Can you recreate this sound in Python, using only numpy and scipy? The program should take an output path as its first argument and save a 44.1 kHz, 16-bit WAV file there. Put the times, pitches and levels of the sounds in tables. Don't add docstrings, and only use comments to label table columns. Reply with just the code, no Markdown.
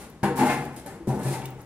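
import sys
import numpy as np
from scipy import signal
from scipy.fft import rfft, irfft
from scipy.io import wavfile
from scipy.ndimage import uniform_filter1d

SR = 44100
rng = np.random.default_rng(int(sys.argv[2]) if len(sys.argv) > 2 else 0)


def ratio_of_db(decibels):
    return 10 ** (np.asarray(decibels, float) / 20)


def put_to_file(sound):
    columns = np.atleast_2d(sound).T
    safe = np.clip(columns, -1, 1)
    whole_steps = np.round(safe * 32767)
    wavfile.write(sys.argv[1], SR, whole_steps.astype(np.int16))


N = 72765
LEAD = SR // 4
LONG = N + LEAD
RISE = 0.31

# (start [s], length [s], force [dB], contact hardness [Hz], grit [dB])
RIM_CONTACTS = [(-.12, 0.12, -51.5, 1630, -56.5), (-.02, 0.061, -50.5, 2950, -57.5),
                (0.2298, 0.00334, -26.5, 2390, -38.5), (0.243, 0.02, -27.5, 2220, -81),
                (0.352, 0.037, -44, 900, -42), (0.373, 0.059, -26.5, 2420, -45),
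                (0.449, 0.02, -29.5, 2560, -39.5), (0.478, 0.044, -30, 3660, -42.5),
                (0.547, 0.097, -47, 2460, -56), (0.708, 0.034, -50, 870, -61),
                (0.763, 0.0058, -37, 634, -48.5), (0.8576, 0.0053, -39, 1250, -48),
                (0.876, 0.033, -45.5, 990, -61), (0.918, 0.03, -47, 1260, -66)]
# (start [s], length [s], force [dB], contact hardness [Hz], grit [dB])
MIDDLE_CONTACTS = [(1.069, 0.011, -32, 402, -47.5), (1.078, 0.027, -31.5, 730, -57.5),
                   (1.098, 0.011, -49, 350, -72), (1.121, 0.0064, -29, 415, -71),
                   (1.142, 0.0084, -32.5, 454, -51), (1.18, 0.041, -36, 1180, -52),
                   (1.225, 0.029, -45.5, 3380, -46.5), (1.247, 0.077, -33, 870, -45),
                   (1.324, 0.019, -41.5, 2030, -47), (1.365, 0.073, -43, 1210, -60.5),
                   (1.43, 0.036, -58.5, 4000, -64), (1.487, 0.032, -45.5, 820, -75),
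                   (1.572, 0.036, -49.5, 790, -64)]


def read(points, hz):
    f, value = np.transpose(points)
    return np.interp(np.log(hz + 1), np.log(f + 1), value)


def evened(x):
    return x / np.sqrt(np.mean(x ** 2) + 1e-20)


def colour(x, points):
    count = x.shape[-1]
    gain = ratio_of_db(read(points, np.fft.rfftfreq(count, 1 / SR)))
    return irfft(rfft(x) * gain, count)


def two_sides(a, b, same):
    same = np.clip(same, 0, 1)
    return np.array([a, same * a + np.sqrt(1 - same ** 2) * b])


def pair(count):
    # (frequency [Hz], left-right likeness [0 to 1])
    likeness = [(100, 0.97), (700, 1), (1500, 0.74), (3000, 0.36), (6000, 0.061), (14000, 0.074)]
    a, b = rfft(rng.standard_normal((2, count)))
    same = read(likeness, np.fft.rfftfreq(count, 1 / SR))
    return irfft(two_sides(a, b, same), count)


def dying(t60s, rise_s, count=SR):
    hz, t, z = signal.stft(pair(count), SR, nperseg=256)
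    fade = ratio_of_db(-60 * t / read(t60s, hz)[:, None])
    tail = signal.istft(z * fade, SR, nperseg=256)[1][:, :count]
    tail = tail * np.minimum(np.arange(count) / SR / rise_s, 1)
    return tail / np.linalg.norm(tail[0])


def through(x, response):
    return signal.fftconvolve(np.atleast_2d(x), np.atleast_2d(response), axes=1)[:, :LONG]


def clicks(per_s, spread_db):
    size = ratio_of_db(spread_db * np.minimum(rng.exponential(1, LONG), 4))
    size = size * rng.choice([-1, 1], LONG)
    return evened(size * (rng.random(LONG) < per_s / SR))


def pressure(start, length, release_s):
    t = (np.arange(LONG) - LEAD) / SR - start
    rise = np.clip(t / (RISE * length), 0, 1)
    return rise * np.exp(-np.maximum(t - length, 0) / release_s)


def still_air():
    # (frequency [Hz], level per Hz [dB])
    air_colour = [(20, -20), (55, 7), (90, 2), (150, 3), (400, -4), (1200, -15.5), (4000, -29),
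                  (11000, -31), (15800, -46)]
    return ratio_of_db(-48) * evened(colour(pair(LONG), air_colour))


def table(contacts, spot):
    # (pitch [Hz], t60 [s], level struck at rim [dB], level struck in middle [dB])
    plate_modes = [(138.2, 0.36, -13.5, -10), (206.5, 0.3, -12, -7.5), (248.3, 0.19, -8.5, -8.5),
                   (343, 0.19, -14.5, -12), (386.4, 0.55, -10.5, -16), (471.5, 0.46, -15, -11),
                   (625, 0.14, -17.5, -15), (778, 0.34, -12, -15.5), (790.3, 0.077, -14.5, -4),
                   (841, 0.24, -9, -3), (904, 0.14, -18, -6), (1050, 0.32, -17, -44),
                   (1530, 0.12, -24, -33), (2136, 0.2, -31, -32)]
    # (frequency [Hz], level [dB])
    rumble_colour = [(40, -53), (110, -2.5), (300, 0.5), (900, -1.5), (1200, -1.5), (2200, 0), (3200, -8.5),
                     (8000, -15)]
    # (frequency [Hz], t60 [s])
    rumble_t60 = [(100, 0.9), (800, 0.43), (3000, 0.29)]
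    out = np.zeros((2, LONG + SR))
    bumps = clicks(per_s=500, spread_db=5)
    t = np.arange(SR // 2) / SR
    modes = 0
    for mode in plate_modes:
        modes = modes + ratio_of_db(mode[2 + spot] - 60 * t / mode[1]) * np.sin(2 * np.pi * mode[0] * t) / 18
    for start, length, force_db, hard_hz, _ in contacts:
        at = LEAD + round(start * SR)
        push = (bumps * pressure(start, length, release_s=0.007))[at:at + SR // 5]
        push[0] += 12
        pole = np.exp(-2 * np.pi * hard_hz / SR)
        force = ratio_of_db(force_db) * signal.lfilter([(1 - pole) ** 2], [1, -2 * pole, pole ** 2], push)
        rumble = colour(dying(rumble_t60, 0.00073, count=SR // 2), rumble_colour) * (t < .4)
        ring = through(force, modes + ratio_of_db(14) * rumble)
        out[:, at:at + ring.shape[1]] += ring
    bass_cut = signal.butter(3, 99, "high", fs=SR, output="sos")
    return signal.sosfilt(bass_cut, out[:, :LONG])


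def grit():
    # (frequency [Hz], level per Hz [dB])
    grit_colour = [(1470, -8), (2500, -3.5), (3270, -5.5), (4000, -4), (4780, -4.5), (6060, -4),
                   (9930, 1.5), (15800, -13.5)]
    level = 0
    for start, length, _, _, grit_db in RIM_CONTACTS + MIDDLE_CONTACTS:
        level = level + ratio_of_db(grit_db) * pressure(start, length + 0.0081, release_s=0.0059)
    a = clicks(per_s=5000, spread_db=5.5)
    b = clicks(per_s=5000, spread_db=5.5)
    grains = colour(two_sides(a, b, same=0.4), [(900, -31)] + list(grit_colour))
    return level * evened(grains)


def embers():
    # (time [s], level [dB], centre [Hz], width [Hz])
    ticks = [(.1002, -46.5, 12400, 4000), (0.2319, -31.5, 5800, 6900), (0.362, -40.5, 13700, 4000),
             (.378, -35, 14000, 3000), (.39, -43, 9000, 6000), (.6534, -40, 10700, 7000),
             (.742, -51, 8750, 4000), (.763, -37, 10400, 3040), (.7635, -47, 6150, 2500),
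             (.797, -42, 8900, 4000), (0.862, -37.5, 10800, 2170), (.862, -50, 3500, 2000),
             (.871, -44, 10600, 1960), (.884, -62, 6200, 3000), (1.074, -56, 8600, 4030),
             (1.193, -38, 8240, 1200), (1.42, -54, 2800, 900), (1.454, -48, 2800, 1200),
             (1.42, -46, 2800, 900), (1.454, -40.5, 2800, 1200), (1.456, -33.5, 8100, 4970),
             (1.457, -43, 15200, 700), (1.505, -42, 15600, 696), (1.607, -52, 7060, 2860),
             (1.616, -48, 12300, 5000)]
    out = np.zeros(LONG)
    t = np.arange(1024) / SR
    for start, level_db, centre_hz, width_hz in ticks:
        noise = rng.standard_normal(1024)
        band = np.exp(-((np.fft.rfftfreq(1024, 1 / SR) - centre_hz) / width_hz) ** 2)
        snap = evened(irfft(rfft(noise) * band)) * np.exp(-t / 0.0031)
        at = LEAD + round(start * SR)
        out[at:at + 1024] += ratio_of_db(level_db) * snap
    return out


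def chatter():
    # (start [s], length [s], level [dB],
    # pitch [Hz], t60 [s])
    locked_tones = [(.2312, 0.0042, -21.5, 141, 0.39), (.2312, 0.0052, -19.5, 200, 0.19),
                    (.2315, 0.016, -24.5, 795, 0.3), (.2315, 0.0043, -29.5, 610, .1),
                    (.24, 0.0096, -38, 1630, 0.089), (.249, .005, -25.5, 249, 0.075),
                    (.262, 0.02, -35, 930, .2), (.29, 0.024, -29.5, 480, .12), (.285, .02, -33, 310, .15),
                    (.34, 0.077, -31, 257, 0.28), (.345, 0.057, -33, 930, 0.19),
                    (.375, 0.045, -28.5, 141.2, 0.23), (.3807, 0.043, -26, 213, .15),
                    (.388, 0.0046, -24.5, 845, 0.045), (.404, 0.017, -18.5, 835, 0.091),
                    (.427, .01, -20.5, 895, 0.07), (.39, 0.026, -38, 960, 0.15),
                    (.385, 0.028, -32.5, 440, 0.11), (.385, 0.043, -48, 550, .2),
                    (.42, 0.028, -26, 760, 0.17), (.422, 0.01, -23, 256, .15),
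                    (.42, 0.078, -31.5, 613, 0.13), (.462, 0.008, -20, 820, 0.094),
                    (.46, .05, -36, 1400, 0.18), (.46, .065, -37, 2115, 0.09),
                    (.49, 0.037, -31.5, 710, 0.23), (.495, 0.048, -33.5, 852, 0.12),
                    (.49, 0.029, -35, 236, 0.095), (.5, 0.059, -35.5, 1040, 0.13),
                    (.57, 0.034, -35, 760, .25), (.575, 0.017, -33, 144, 0.42),
                    (.75, 0.012, -53, 123.7, 0.26), (.859, 0.0089, -39, 570, 0.22),
                    (1, 0.015, -37, 335, .15), (.87, 0.023, -43.5, 780, 0.18), (0.62, .02, -52, 1000, 0.22),
                    (.859, 0.012, -47, 880, .2), (.97, .0063, -43, 345, 0.044),
                    (1.0723, 0.0021, -21.5, 360, 0.057), (1.078, 0.0018, -24, 218, 0.19),
                      (1.078, 0.027, -25, 133, 0.3), (1.085, 0.014, -40.5, 780, .15),
                      (1.095, 0.059, -44, 868, 0.12), (1.092, .015, -41.5, 966, 0.11),
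                      (1.12, 0.0099, -30, 281, 0.074), (1.142, 0.0048, -32, 140, 0.091),
                      (1.169, 0.027, -46, 890, 0.12), (1.225, 0.053, -50, 1724, .07),
                      (1.226, 0.025, -37.5, 355.6, 0.14), (1.248, 0.024, -25.5, 133.1, 0.89),
                      (1.249, 0.043, -42.5, 583, 0.12), (1.304, 0.0099, -27, 352.5, 0.078),
                      (1.29, 0.043, -42.5, 841, 0.1), (1.326, .03, -40.5, 756, 0.074),
                      (1.344, 0.033, -40, 890, 0.1), (1.334, 0.013, -44, 2090, .08),
                      (1.425, 0.024, -48, 2274, 0.073), (1.456, 0.01, -53.5, 3670, 0.055)]
    out = np.zeros(LONG + SR)
    t = np.arange(SR // 2) / SR
    for start, length, level_db, hz, t60 in locked_tones:
        span = round(13 * SR / (hz + 150))
        wander = uniform_filter1d(rng.standard_normal((2, len(t))), span)
        wander = uniform_filter1d(wander, span)
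        waver = 0.3 * np.sqrt(hz / 600) * evened(wander)
        rise = np.clip(t / (RISE * length), 0, 1)
        ring_out = ratio_of_db(level_db - 60 * np.maximum(t - length, 0) / t60)
        swell = rise * ring_out * np.cos(np.pi * t) ** .5
        turn = 2 * np.pi * hz * t
        tone = (1.114 + waver[0]) * np.sin(turn) + waver[1] * np.cos(turn)
        at = LEAD + round(start * SR)
        out[at:at + len(t)] += swell * tone
    return out[:LONG]


def barn(send):
    # (frequency [Hz], t60 [s])
    barn_t60 = [(100, 1), (500, 0.79), (2000, 0.76), (6000, 0.39), (14000, 0.27)]
    turn = np.arange(LONG) / SR * 2 * np.pi * 5.5
    wash = 0
    for k in range(3):
        share = np.sqrt(2 / 3) * np.cos(turn + k * np.pi / 3)
        wash = wash + through(send * share, dying(barn_t60, rise_s=0.0063))
    return wash


def scene():
    plate = table(RIM_CONTACTS, spot=0) + table(MIDDLE_CONTACTS, spot=1) + chatter()
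    fine = grit()
    snaps = embers()
    send = ratio_of_db(-10.5) * plate[0] + ratio_of_db(3.5) * fine[0] + ratio_of_db(-8) * snaps
    return (plate + fine + snaps + barn(send) + still_air())[:, LEAD:]


def roll_off(x):
    return signal.sosfilt(signal.butter(12, 15600, fs=SR, output="sos"), x)


def record(dry):
    # (frequency [Hz], left over right [dB])
    left_gain = [(100, 1.5), (1000, 3.5), (3000, 2), (7000, 1.5), (14000, -1.5)]
    left_lag_s = 6e-5
    hz = np.fft.rfftfreq(N, 1 / SR)
    left = ratio_of_db(read(left_gain, hz) / 2) * np.exp(-1j * np.pi * hz * left_lag_s)
    sides = np.array([left, 1 / left])
    mix = irfft(rfft(dry) * sides * (hz < 15840), N)
    return roll_off(mix)


dry = scene()
out = record(dry)
put_to_file(out)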